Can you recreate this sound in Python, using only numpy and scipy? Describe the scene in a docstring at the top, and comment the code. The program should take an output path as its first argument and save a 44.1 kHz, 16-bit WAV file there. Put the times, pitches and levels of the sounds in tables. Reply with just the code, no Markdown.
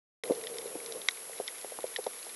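"""On a reef, fish feed from a hand just in front of a camera in a watertight housing.
Sharp snaps and bites ring the housing; soft low bumps, each with a short echo, sound between them.
Water churns during the first second, over faint crackle, hiss and the thin whine of the
camera's electronics."""
import sys
import numpy as np
from scipy import signal
from scipy.fft import rfft, irfft
from scipy.io import wavfile

SR = 44100
rng = np.random.default_rng(int(sys.argv[2]) if len(sys.argv) > 2 else 0)


def materialize(psi):
    """Save the field psi as 16-bit PCM at rate SR to the path in sys.argv[1].

    A 1-D psi becomes a single channel; in a 2-D psi each row is a channel.
    """
    bounded = np.clip(np.atleast_2d(psi).T, -1, 1)
    quanta = np.round(bounded * 32767).astype(np.int16)
    wavfile.write(sys.argv[1], SR, quanta)


N = 103635

# t/s, level/dB, pulse centre f/Hz, fall from centre/(dB/oct^2), ring pitch/ratio
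SNAP_EVENTS = [(0.2365, -26.5, 2120, 3, 0.98), (0.2545, -38, 3400, 16, 1.1), (0.3205, -36, 4600, 14, 1.08),
               (0.3495, -35.5, 5800, 14, 1.12), (0.413, -38, 2500, 4, 1.13), (0.438, -34, 3520, 0, 0.98),
               (0.47, -26.5, 3440, 16.5, 0.92), (0.473, -37, 3500, 2, 0.91), (0.5843, -27, 6500, 4, 0.97),
               (0.802, -35, 2300, 15, 1.02), (0.8613, -30.5, 6040, 6, 1.07),
               (0.9226, -28.5, 4840, 11.5, 1.04), (1.0163, -32, 3700, 30, .97), (1.086, -9.5, 2210, 1, 1.0),
               (1.11, -32, 4500, 15, 1.05), (1.173, -38.5, 2200, 6, 1.06), (1.332, -38.5, 1900, 10, 0.95),
               (1.3807, -38.5, 3700, 15, 1.03), (1.4784, -22, 4100, 18, 0.94), (1.483, -30.5, 1880, 18, 1),
               (1.6134, -35.5, 7500, 3.5, 1.2), (1.8058, -39, 3500, 8, .99), (1.9615, -20, 2580, 11, 0.9),
               (1.9661, -26, 4300, 14, 1), (2.0407, -35.5, 4300, 14, 1.1), (2.0665, -32.5, 4500, 5.5, 0.99),
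               (2.2282, -34.5, 5000, 7, 1.2), (2.2675, -45, 4000, 18, 0.88),
               (2.2938, -38.5, 4180, 25, 1.04)]


def snaps():
    """Near snaps and bites of the feeding fish."""
    out = np.zeros(N)
    for start_s, level_db, centre_hz, fall_db_oct2, pitch_ratio in SNAP_EVENTS:
        add(out, start_s, undb(level_db) * snap(centre_hz, fall_db_oct2, pitch_ratio))
    return out


# Housing resonances: f/Hz, level/dB, T60/s
HOUSING_MODES = [(493, -24, 0.031), (760, -23, 0.021), (1074, -16.5, 0.015), (1540, -15, 0.018),
                 (1920, -8, 0.019), (2155, -0.5, 0.012), (2765, -15, 0.0091), (3323, -9, 0.015),
                 (3813, -2, 0.01), (4600, -13.5, 0.013), (5550, -4, 0.0095), (7300, -15, 0.007),
                 (8630, -5, 0.0033)]
# Seabed scatter: f/Hz, level/dB
SCATTER_SPECTRUM = [(400, -42), (1500, -16), (2100, -17), (2850, -30), (3700, 5), (4700, -6), (5600, 7),
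                    (6600, 1), (10000, -15)]
SCATTER_DB, SCATTER_T60_S = -23, 0.03
SNAP_RISE_S, MODE_DETUNE = 0.00027, 0.008


def snap(centre_hz, fall_db_oct2, pitch_ratio):
    """A pulse rings the housing modes near its centre frequency; the seabed scatters a short tail."""
    t = seconds(2048)
    mode_hz, mode_db, t60_s = np.array(HOUSING_MODES).T[:, :, None]
    mode_hz = mode_hz * pitch_ratio * (1 + MODE_DETUNE * rng.standard_normal(mode_hz.shape))
    gain = undb(mode_db - fall_db_oct2 * np.log2(mode_hz / centre_hz) ** 2)
    polarity = (-1) ** np.arange(len(mode_hz))[:, None]
    modes = polarity * gain * np.sin(2 * np.pi * mode_hz * t) * decay(t, t60_s)
    rise = 1 - np.exp(-t / SNAP_RISE_S)
    ring = rise * modes.sum(0)
    tail = undb(SCATTER_DB) * noise(SCATTER_SPECTRUM, len(t)) * rise * decay(t, SCATTER_T60_S)
    return ring / np.abs(ring).max() + tail


# Low bumps: t/s, level/dB, initial f/Hz, time to peak/s
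BUMP_EVENTS = [(0.298, -19.5, 605, 0.0023), (0.3068, -16.5, 414, 0.0018), (0.3165, -22.5, 649, 0.0032),
               (0.6556, -31.5, 593, 0.0033), (0.7534, -28.5, 530, 0.0017), (0.7590, -30, 422, 0.0015),
               (1.2955, -36.5, 756, 0.0015), (1.4, -21, 640, 0.0012), (1.6457, -30.5, 685, 0.0011),
               (1.72, -34.5, 685, .0016), (1.7882, -27, 880, 0.00053), (1.8410, -24, 610, 0.0018),
               (1.9862, -28.5, 672, 0.0015), (1.9897, -28.5, 555, 0.002), (2.0645, -26, 736, 0.0012),
               (2.0668, -22, 744, 0.0016), (2.2665, -40, 790, 0.0015)]
# Water moved by a bump: f/Hz, level/dB
SLOSH_SPECTRUM = [(40, -32), (100, -12), (200, -17), (400, 11), (700, 2.5), (1050, -6.5), (1400, -20),
                  (2500, -48)]
SAG_FRACTION, SAG_S = 0.28, 0.0025
SLOSH_DB, SLOSH_PEAK_S = -15.5, 0.0034
ECHO_DELAY_S, ECHO_DRIVE_DB = 0.00773, -8
LOW_RING_HZ, LOW_RING_Q = 467, 3.05


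def bumps():
    """Each bump swells and dies as its pitch sags; water sloshes, and an echo rings the housing."""
    out, t = np.zeros(N), seconds(2048)
    low_ring = signal.iirpeak(LOW_RING_HZ, LOW_RING_Q, fs=SR)
    for start_s, level_db, initial_hz, peak_s in BUMP_EVENTS:
        pitch_hz = initial_hz * (1 - SAG_FRACTION * (1 - np.exp(-t / SAG_S)))
        bump = swell(t, peak_s) ** 1.55 * np.sin(2 * np.pi * np.cumsum(pitch_hz) / SR)
        slosh = undb(SLOSH_DB) * noise(SLOSH_SPECTRUM, len(t)) * swell(t, SLOSH_PEAK_S)
        echo = signal.lfilter(*low_ring, undb(ECHO_DRIVE_DB) * bump)
        add(out, start_s, undb(level_db) * (bump + slosh))
        add(out, start_s + ECHO_DELAY_S, undb(level_db) * echo)
    return out


# Churning water: t/s, level/dB
CHURN_ENVELOPE = [(0.24, -42), (0.42, -46), (0.55, -44.5), (0.66, -45.5), (0.85, -49.5), (0.97, -43.5),
                  (1.08, -61.5), (1.37, -53.5), (1.5, -58.5), (2.34, -60)]
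# Churn through the housing: f/Hz, level/dB
CHURN_SPECTRUM = [(30, -32), (80, -25), (130, -14), (250, -15.5), (370, -8), (460, 5.5), (560, -6),
                  (750, -12.5), (1200, -21), (2500, -59)]


def churn():
    """Stirred water hums in the low resonance of the housing."""
    times_s, level_db = np.array(CHURN_ENVELOPE).T
    return noise(CHURN_SPECTRUM, N) * undb(np.interp(seconds(N), times_s, level_db))


CRACKLE_PER_S, CRACKLE_MIN_DB, CRACKLE_SPREAD_DB = 78, -47, 2
CRACKLE_LOW_HZ, CRACKLE_SPAN_OCT, CRACKLE_FALL_DB_OCT2 = 1960, 2, 4


def crackle():
    """Faint snaps from all over the reef, each with its own colour."""
    out = np.zeros(N)
    count = int(CRACKLE_PER_S * N / SR)
    for when, faintness, brightness, tuning in rng.random((count, 4)):
        level_db = CRACKLE_MIN_DB - CRACKLE_SPREAD_DB * np.log(max(faintness, 0.05))
        centre_hz = CRACKLE_LOW_HZ * 2 ** (CRACKLE_SPAN_OCT * brightness)
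        click = snap(centre_hz, CRACKLE_FALL_DB_OCT2, pitch_ratio=0.9 + 0.2 * tuning)
        add(out, when * N / SR, undb(level_db) * click)
    return out


# Electronic hiss: f/Hz, level/dB
HISS_SPECTRUM = [(25, 12), (50, 9.5), (100, -13), (400, 7), (800, 5), (1400, 5), (2100, 2.5), (2900, 2.5),
                 (3700, 0.5), (6000, 2), (9000, 3), (10500, 5.5), (12000, -5)]
HISS_DB = -49.5
WHINE_HZ, WHINE_DB = (10780, 11270), (-42.5, -46)
FLIPS_PER_S, FLIP_OFFSET_S = 81.6667, 0.00694


def hiss_and_whine():
    """Steady hiss and a thin high whine with a mirror tone just above it; both buzz as their polarity flips
    regularly."""
    t = seconds(N) - FLIP_OFFSET_S
    polarity = 1 - 2 * (np.floor(t * FLIPS_PER_S) % 2)
    tones = sum(undb(db) * np.cos(2 * np.pi * hz * t) for hz, db in zip(WHINE_HZ, WHINE_DB))
    return polarity * tones + undb(HISS_DB) * noise(HISS_SPECTRUM, N)


def undb(db):
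    """Decibels to gain."""
    return 10 ** (np.asarray(db) / 20)


def seconds(size):
    """Time axis."""
    return np.arange(size) / SR


def decay(t, t60_s):
    """Exponential fall, 60 dB per t60_s."""
    return np.exp(-np.log(1000) * t / t60_s)


def swell(t, peak_s):
    """Rise to 1 at peak_s, then die away."""
    return t / peak_s * np.exp(1 - t / peak_s)


def colour(x, spectrum):
    """Filter by (f/Hz, level/dB) points."""
    hz, db = np.array(spectrum).T
    bin_hz = np.maximum(np.fft.rfftfreq(len(x), 1 / SR), 1)
    gain = undb(np.interp(np.log(bin_hz), np.log(hz), db))
    return irfft(rfft(x) * gain, len(x))


def noise(spectrum, size):
    """Coloured noise, rms 1."""
    x = colour(rng.standard_normal(size), spectrum)
    return x / x.std()


def add(out, start_s, sound):
    """Mix a sound in at start_s."""
    i = int(np.clip(start_s * SR, 0, N - 1))
    out[i:i + len(sound)] += sound[:N - i]


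def scene():
    """All sources, mono."""
    return (hiss_and_whine() + churn() + bumps() + snaps() + crackle())[None]


# Microphone treble roll-off: f/Hz, level/dB
MIC_RESPONSE = [(10000, 0.5), (11300, -4), (11560, -9), (11900, -17)]
SWITCH_ON_S, LOW_CUT_HZ, HIGH_CUT_HZ = 0.2363, 163, 11900


def record(dry):
    """The sound switches on after a moment; the microphone thins the bass; the top is cut steeply."""
    low_cut = signal.butter(2, LOW_CUT_HZ, "high", fs=SR, output="sos")
    high_cut = signal.ellip(10, 0.1, 80, HIGH_CUT_HZ, fs=SR, output="sos")
    heard = signal.sosfilt(low_cut, colour(dry[0], MIC_RESPONSE))
    gate = seconds(N) >= SWITCH_ON_S
    return signal.sosfilt(high_cut, heard * gate)[None]


dry = scene()
out = record(dry)
materialize(out)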